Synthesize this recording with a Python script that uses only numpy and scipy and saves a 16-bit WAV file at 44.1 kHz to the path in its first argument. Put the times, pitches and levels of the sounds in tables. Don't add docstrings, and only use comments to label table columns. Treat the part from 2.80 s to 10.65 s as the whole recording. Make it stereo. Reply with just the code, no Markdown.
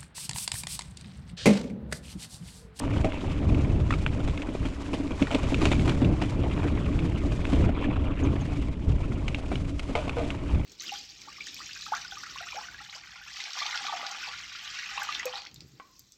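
import sys
import numpy as np
from scipy import signal
from scipy.fft import rfft, irfft, next_fast_len
from scipy.io import wavfile
from scipy.ndimage import uniform_filter1d, map_coordinates

SR = 44100
rng = np.random.default_rng(int(sys.argv[2]) if len(sys.argv) > 2 else 0)


def unload_audio(sound):
    columns = np.transpose(np.atleast_2d(sound))
    steps = np.round(np.clip(columns, -1, 1) * 32767)
    wavfile.write(sys.argv[1], SR, steps.astype(np.int16))


N = 346185


def amp(db):
    return 10 ** (np.asarray(db) / 20)


def ports(left_db, right_db):
    return amp([[left_db], [right_db]])


def unit(x):
    return x / np.sqrt(np.mean(x ** 2) + 1e-20)


def along(points, hz):
    f, v = np.transpose(points)
    return np.interp(np.log(hz + 1), np.log(f + 1), v)


def curves(rows):
    s, *cols = np.transpose(rows)
    return [np.interp(np.arange(N) / SR, s, c) for c in cols]


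def wobble(rate):
    knots = rng.standard_normal(int(N * rate / SR) + 4)
    return map_coordinates(knots, [np.arange(N) * rate / SR], order=2)


def filtered(x, response):
    m = next_fast_len(N + SR // 2)
    return irfft(rfft(x, m) * response(np.fft.rfftfreq(m, 1 / SR)), m)[..., :N]


def colour(x, spectrum, size=8192):
    gain = amp(along(spectrum, np.fft.rfftfreq(size, 1 / SR)))
    cepstrum = irfft(np.log(gain))
    cepstrum[1:size // 2] *= 2
    cepstrum[size // 2 + 1:] = 0
    impulse = irfft(np.exp(rfft(cepstrum)))
    return signal.oaconvolve(x, impulse[None], axes=1)[:, :N]


def hiss():
    return rng.standard_normal((2, N))


def grains(rate, spread_db):
    hit = rng.random(N) < rate / SR
    size_db = spread_db * np.clip(rng.standard_normal(N), -2, 2)
    return unit(hiss() * hit * amp(size_db))


# frequency in Hz, left-right likeness (1 = identical).
LIKENESS = [(300, 1), (550, 1), (1700, -0.14), (2300, 0.65), (4000, 0.98), (6000, 0.14), (9000, -0.0086)]


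def from_bike(pair, spectrum):
    def balance(hz):
        angle = np.arccos(np.clip(along(LIKENESS, hz), -1, 1)) / 2
        return np.array([np.cos(angle), np.sin(angle)])
    mid, side = filtered(colour(pair, spectrum), balance)
    return unit(np.array([mid + side, mid - side]))


def add(track, s, sound):
    start = max(round(s * SR), 0)
    track[..., start:start + sound.shape[-1]] += sound[..., :N - start]


def bursts(times, levels_db, attack, t60):
    envelope, t = np.zeros(N), np.arange(SR // 2) / SR
    for s, db in zip(times, levels_db):
        add(envelope, s, amp(db - 60 * t / t60) * (1 - np.exp(-t / attack)))
    return envelope


def swells(rows, rise, fall):
    envelope, t = np.zeros(N), np.arange(N) / SR
    for s, length, db in rows:
        onset = (1 + np.tanh((t - s) / rise)) / 2
        release = (1 - np.tanh((t - s - length) / fall)) / 2
        envelope += amp(db) * onset * release
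    return envelope


PATCH_HZ, PATCH_S = 450, .018


def patchy(x, depth_db, size=256):
    z = signal.stft(x, nperseg=size)[2]
    field = rng.standard_normal(z.shape[1:])
    field = uniform_filter1d(field, round(PATCH_HZ * size / SR), axis=0)
    field = unit(uniform_filter1d(field, round(PATCH_S * SR * 2 / size), axis=1))
    varied = z * amp(depth_db * np.clip(field, -2, 2))
    return unit(signal.istft(varied, nperseg=size)[1][:, :N])


# start in seconds, level in dB before the soft attack.
CHIRPS = [(5.434, -26), (5.608, -29)]


def chirps():
    s, db = np.transpose(CHIRPS)
    hz = 6350 + 260 * wobble(400)
    return bursts(s, db, attack=0.018, t60=0.04) * np.sin(2 * np.pi * np.cumsum(hz) / SR)


# time in seconds, airflow in dB before the port offsets.
AIRFLOW = [(0, -42), (0.6, -36), (1.0, -29), (1.6, -49), (2.3, -41.5), (2.85, -23.5), (3.3, -26.5),
           (3.85, -32.5), (4.25, -24), (4.75, -32.5), (5.1, -37), (5.95, -32), (6.25, -31), (6.7, -38),
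           (7.85, -35)]
LEFT_PORT_DB, RIGHT_PORT_DB = 4.5, -11
# start in seconds, length in seconds,
# airflow in dB, roar in dB before the port balance.
GUSTS = [(0.048, 0.21, -20.5, -51), (0.44, 0.17, -24, -41.5), (0.61, 0.39, -18, -27.5),
         (0.988, 0.56, -21, -38.5), (1.81, 0.031, -14.5, -29), (2.97, 0.2, -16, -30),
         (3.206, 0.15, -17, -24.5), (3.57, 0.43, -22.5, -35), (4.005, 0.67, -25.5, -41),
         (4.73, 0.19, -14.5, -24.5), (4.997, 0.92, -24, -47.5), (5.422, 0.15, -20.5, -29),
         (6.071, 0.035, -7.5, -27), (6.152, 0.39, -23.5, -37.5), (6.72, 0.17, -23, -38.5),
         (7.726, 0.06, -11.5, -32)]
GUST_RISE_S, GUST_FALL_S = 0.029, 0.044
ROAR_RISE_S, ROAR_FALL_S = 0.013, 0.037
ROAR_GROWS = 1.53
TEAR_DB, TEAR_GROWS = -33, 1.24
# frequency in Hz, relative level in dB per Hz.
SWAY = [(10, -5.5), (35, 0), (90, -5), (1500, -100)]
BUFFET = [(20, -20), (65, -0.5), (120, -5), (200, -14.5), (400, -35), (3000, -100)]
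ROAR = [(50, -22.5), (130, 2), (330, -1.5), (500, -13), (900, -32), (1600, -35.5), (12000, -85)]
TEAR = [(150, -1), (650, -4), (1400, -22.5), (9000, -62)]


def wind():
    air_db, = curves(AIRFLOW)
    s, length, buffet_db, roar_db = np.transpose(GUSTS)
    gust = swells(zip(s, length, buffet_db), GUST_RISE_S, GUST_FALL_S)
    gust_roar = swells(zip(s, length, roar_db), ROAR_RISE_S, ROAR_FALL_S)
    left_air = np.hypot(amp(air_db + LEFT_PORT_DB), gust)
    port_air = np.array([left_air, amp(air_db + RIGHT_PORT_DB)])
    flutter = amp(2 * np.array([wobble(30), wobble(30)]))
    buffet = amp(-6.5) * port_air ** 0.82 * unit(colour(hiss(), BUFFET))
    sway = amp(-19.0) * port_air ** 0.35 * unit(colour(hiss(), SWAY))
    steady_roar = amp(-44.5 + ROAR_GROWS * (air_db - air_db.mean()))
    roar_level = np.hypot(steady_roar, gust_roar * ports(3, -9))
    roar = roar_level * unit(colour(hiss(), ROAR) * flutter)
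    tear_level = amp(TEAR_DB) * (gust_roar / gust_roar.max()) ** TEAR_GROWS
    tear = tear_level * unit(colour(hiss(), TEAR) * flutter)
    return sway + buffet + roar + tear * ports(3, -7)


# start in seconds, then the
# low, middle and high ring in dB before the mode levels.
CLUNKS = [(0.245, -32, -40, -46), (2.506, -28.5, -33, -31), (2.81, -36, -38, -45), (7.151, -21, -30.5, -29),
          (7.367, -21.5, -33.5, -31)]
# frequency in Hz, relative level in dB, 60 dB decay in seconds.
FRAME = [(465, -2.5, 0.068), (618, 0.5, 0.069), (694, -2.5, 0.059), (865, 6.5, 0.023), (1000, -5.5, 0.12),
         (1234, 4, 0.029), (1490, 2.5, 0.018), (2320, -3, 0.015)]
# frequency in Hz, relative level in dB per Hz.
RATTLE = [(900, -1), (1800, -2), (2400, 5), (3600, -3.5), (4700, -11.5), (7600, -13.5), (11000, -28.5)]
REBOUNDS_PER_S, REBOUND_DB, REBOUND_T60_S = 1200, -10, 0.3


def clunks():
    frame, t = np.zeros((2, N)), np.arange(SR // 3) / SR
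    hz, mode_db, t60 = np.transpose(FRAME)[:, :, None]
    phase = np.pi * np.arange(len(hz))[:, None] + np.array([0, 1.7])[:, None, None]
    swing = np.sin(2 * np.pi * hz * t + phase)
    for s, low_db, mid_db, high_db in CLUNKS:
        level = mode_db + np.select([hz < 800, hz < 1600], [low_db, mid_db], high_db)
        ring = np.sum(amp(level - 60 * t / t60) * swing, axis=1) * (1 - np.exp(-t / 0.0012))
        rebounds = (rng.random(len(t)) < REBOUNDS_PER_S / SR) * rng.choice([-1, 1], len(t))
        contacts = rebounds * amp(REBOUND_DB - 60 * t / REBOUND_T60_S)
        contacts[0] = 1
        add(frame, s, signal.fftconvolve(ring, contacts[None], axes=1))
    s, _, _, high_db = np.transpose(CLUNKS)
    links = bursts(s, high_db - 6.5, attack=0.00044, t60=0.32)
    links = links * from_bike(grains(rate=3800, spread_db=5.5), RATTLE)
    return (frame + links) * ports(1.8, -1.8)


# start in seconds, lower tone in Hz, its level in dB, upper tone in Hz, its level in dB,
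# 60 dB decay in seconds; levels are before attack and port balance.
KNOCKS = [(0.2445, 253, -19.5, 643, -19, 0.15), (1.1065, 1210, -16.5, 1900, -19.5, 0.02),
          (1.125, 1330, -21, 2600, -27, 0.025), (1.138, 1220, -23, 2230, -24.5, 0.02),
          (1.751, 360, -18, 650, -31.5, 0.023), (2.47, 1430, -29.5, 1880, -29, 0.03),
          (2.553, 235, -16.5, 415, -24, 0.05), (4.891, 660, -20.5, 1450, -32.5, 0.033),
          (5.043, 1750, -29, 2390, -28.5, 0.025), (6.717, 757, -28.5, 1460, -31.5, 0.031),
          (7.1523, 850, -18, 2220, -20.5, 0.023), (7.278, 680, -24, 1080, -28, 0.023)]
KNOCK_ATTACK_S, KNOCK_ROUGH_RAD, KNOCK_SKEW_RAD = 0.00053, 0.51, 0.8
KNOCK_SCRAPE_DB, KNOCK_SCRAPE_T60_S = -10, 0.05


def knocks():
    tones, t = np.zeros((2, N)), np.arange(SR // 3) / SR
    waver = KNOCK_ROUGH_RAD * wobble(400)
    for s, low_hz, low_db, high_hz, high_db, t60 in KNOCKS:
        phase = np.array([[0], [KNOCK_SKEW_RAD]]) + waver[round(s * SR):][:len(t)]
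        low = amp(low_db) * np.sin(2 * np.pi * low_hz * t + phase)
        high = amp(high_db) * np.sin(2 * np.pi * high_hz * t + phase)
        add(tones, s, (low - high) * amp(-60 * t / t60) * (1 - np.exp(-t / KNOCK_ATTACK_S)))
    s, _, _, _, high_db, _ = np.transpose(KNOCKS)
    scrape = bursts(s, high_db + KNOCK_SCRAPE_DB, KNOCK_ATTACK_S, KNOCK_SCRAPE_T60_S)
    scrape = scrape * from_bike(hiss(), RATTLE)
    return (tones + scrape) * ports(1.5, -1.5)


# start in seconds,
# peak of the ring in dB before the port balance, hollow tone (modes below 1600 Hz) in relative dB.
CLICKS = [(0.321, -23, 1), (0.746, -30.5, -10), (1.2634, -13, 4), (1.576, -23.5, -6), (1.6196, -27.5, -8),
          (2.4237, -19, -8), (2.5473, -19.5, -15.5), (2.744, -19, -10), (2.854, -18, -18), (2.933, -22, 8),
          (2.995, -27, -10), (3.094, -30.5, -26.5), (3.2468, -26, -12), (4.1906, -25.5, -3),
          (4.6524, -20.5, 2), (6.4808, -22.5, -15.5), (6.546, -20, -7), (6.756, -23, -6), (6.994, -41, -34),
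          (7.2945, -18.5, -5), (7.5038, -21, -6.5)]
# frequency in Hz, relative level in dB, 60 dB decay in seconds.
BAR = [(830, -6.5, 0.019), (1470, 9, 0.0064), (2250, 1.5, 0.019), (2704, 9.5, 0.0085), (3490, 2, 0.0072)]


def clicks():
    taps, t = np.zeros(N), np.arange(SR // 20) / SR
    hz, mode_db, t60 = np.transpose(BAR)[:, :, None]
    direction = (-1) ** np.arange(len(BAR))[:, None]
    for s, db, hollow_db in CLICKS:
        pitch = hz * rng.normal(1, .025, hz.shape)
        level = mode_db + hollow_db * (hz < 1600)
        swing = direction * np.sin(2 * np.pi * pitch * t)
        ring = np.sum(amp(level - 60 * t / t60) * swing, axis=0) * (1 - np.exp(-t / 0.00047))
        add(taps, s, amp(db) * ring / np.abs(ring).max())
    s, db, hollow_db = np.transpose(CLICKS)
    scrape = bursts(s, db - 16.0 - 0.9 * hollow_db, attack=0.0005, t60=0.031)
    scrape = scrape * from_bike(hiss(), RATTLE)
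    return (taps + scrape) * ports(.7, -.7)


# start in seconds, then rattle (before the port balance)
# and thump in dB before their attacks.
JOLTS = [(0.246, -53, -21.5), (1.474, -34, -29.5), (1.685, -47, -24.5), (1.851, -38, -27.5),
         (2.132, -35, -22), (2.198, -51, -28), (2.306, -43, -23.5), (2.416, -40, -18.5),
         (2.541, -37, -19.5), (2.63, -35, -24), (2.719, -40, -20), (2.815, -29.5, -15.5), (2.854, -28, -24),
         (2.914, -26, -21.5), (3.076, -32, -24.5), (3.216, -37.5, -20.5), (3.415, -31, -22),
         (4.728, -36.5, -20), (4.862, -51, -24.5), (6.714, -38.5, -23.5), (7.091, -46.5, -25.5)]
CLATTER_DB = 3
# frequency in Hz, relative level in dB per Hz.
CLATTER = [(250, 1), (480, -2.5), (650, 1.5), (900, -3), (1300, -5), (1900, -14.5), (9000, -58)]
# frequency in Hz, relative level in dB per Hz.
THRUM = [(60, -18), (190, -7.5), (245, -6), (280, 4), (330, -8), (520, -17), (650, -13.5), (760, -41),
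         (8000, -100)]


def jolts():
    s, rattle_db, thump_db = np.transpose(JOLTS)
    thump = bursts(s, thump_db, attack=0.0028, t60=0.13) * from_bike(hiss(), THRUM)
    clatter_db = (rattle_db + thump_db) / 2 + CLATTER_DB
    parts = patchy(from_bike(grains(rate=2400, spread_db=0.0), CLATTER), depth_db=-1.5)
    clatter = bursts(s, clatter_db, attack=0.002, t60=0.056) * parts
    contacts = patchy(from_bike(grains(rate=2000, spread_db=0.5), RATTLE), depth_db=4.0)
    rattle = bursts(s, rattle_db, attack=0.00075, t60=0.15) * contacts
    return thump + (clatter + rattle) * ports(1, -1)


def stones(rate, pitch_hz, cycles, spread_db):
    count, t = int(rate * N / SR), np.arange(SR // 50) / SR
    when, size, pitch, lag = rng.random((count, 4)).T[:, :, None]
    hz = pitch_hz * 2 ** (3 * pitch - 1.5)
    size_db = -spread_db * np.log(size * .98 + .02)
    ring = amp(size_db - 60 * t * hz / cycles) * np.sqrt(pitch_hz / hz) * (1 - np.exp(-t * hz))
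    index = ((when * N).astype(int) + np.arange(len(t))).ravel()
    skew = np.pi * (2 * lag - 1) * (hz < 2000)
    heard = []
    for phase in (0, skew):
        ticks = ring * np.sin(2 * np.pi * hz * t + phase)
        heard.append(np.bincount(index, ticks.ravel())[:N])
    return unit(np.array(heard))


# time in seconds, grit and dry leaves in dB before the offsets below.
TRAIL = [(0.0, -39.5, -59.5), (0.92, -44.5, -61), (1.9, -46, -59.5), (2.97, -41.5, -52.5),
         (3.3, -46, -59.5), (3.78, -39, -60), (4.4, -47, -61), (4.7, -40.5, -57), (5.03, -40.5, -69.5),
         (5.66, -44, -60.5), (6.0, -50, -65), (6.56, -45, -61), (7.0, -51, -60.5), (7.28, -42, -60),
         (7.85, -45.5, -62)]
# start in seconds, length in seconds,
# grit and leaves in dB before the layer gains below.
SCUFFS = [(0.13, 0.13, -48, -54.5), (2.435, 0.42, -45, -70), (2.814, 0.12, -44, -47.5),
          (3.069, 0.065, -35.5, -49), (3.62, 0.86, -44.5, -63), (4.665, 0.2, -47, -54),
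          (4.979, 0.095, -36, -62)]
SCUFF_RISE_S, SCUFF_FALL_S = 0.0063, 0.0097
WHEEL_HZ, WHEEL_START_S = 3.03, .17
TURN_GRIT_DB, TURN_LEAVES_DB = 0.7, 1.5
# frequency in Hz, relative level in dB per Hz.
GRIT = [(300, 14.5), (600, 4.5), (1000, 11), (1400, 6.5), (1750, 1), (2400, 6), (3300, -2), (4500, -19),
        (15000, -67)]
LEAVES = [(2000, 4.5), (4000, -1.5), (7600, -3.5), (8300, -8.5), (15000, -16.5)]


def tyres():
    ground_db, litter_db = curves(TRAIL)
    turn = np.cos(2 * np.pi * WHEEL_HZ * (np.arange(N) / SR - WHEEL_START_S))
    s, length, grit_db, leaves_db = np.transpose(SCUFFS)
    scuff_grit = swells(zip(s, length, grit_db), SCUFF_RISE_S, SCUFF_FALL_S)
    scuff_leaves = swells(zip(s, length, leaves_db), SCUFF_RISE_S, SCUFF_FALL_S)
    crunch = np.hypot(amp(ground_db + 1.5 + TURN_GRIT_DB * turn), scuff_grit)
    rustle = np.hypot(amp(litter_db + 8.0 + TURN_LEAVES_DB * turn), scuff_leaves * amp(2.5))
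    clumps = np.maximum(wobble(80), -1)
    crushed = patchy(from_bike(grains(rate=2400, spread_db=2.0), GRIT), depth_db=4.5)
    grit = crunch * amp(-1.5 + 2.1 * clumps) * crushed
    ticks = stones(rate=380, pitch_hz=1400, cycles=15, spread_db=2.6)
    pebbles = crunch * amp(-5.5 + 1.8 * clumps + 1.6 * wobble(12)) * ticks
    crackle = from_bike(grains(rate=9000, spread_db=0.7), LEAVES)
    leaves = rustle * amp(1.96 * clumps + 1.8 * wobble(60)) * crackle
    thrum_db = -38.0 + 0.88 * (ground_db - ground_db.mean()) + 2.73 * wobble(28)
    thrum = amp(thrum_db) * from_bike(hiss(), THRUM)
    return (grit + pebbles) * ports(.8, -.8) + leaves * ports(1.8, -1.8) + thrum


def scene():
    return chirps() + wind() + clunks() + knocks() + clicks() + jolts() + tyres()


# frequency in Hz, gain in dB.
MICROPHONE = [(9800, 1), (11400, -12), (15000, -14.5)]
TOP_HZ = 15700


def record(dry):
    return filtered(colour(dry, MICROPHONE), lambda hz: hz < TOP_HZ)


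dry = scene()
out = record(dry)
unload_audio(out)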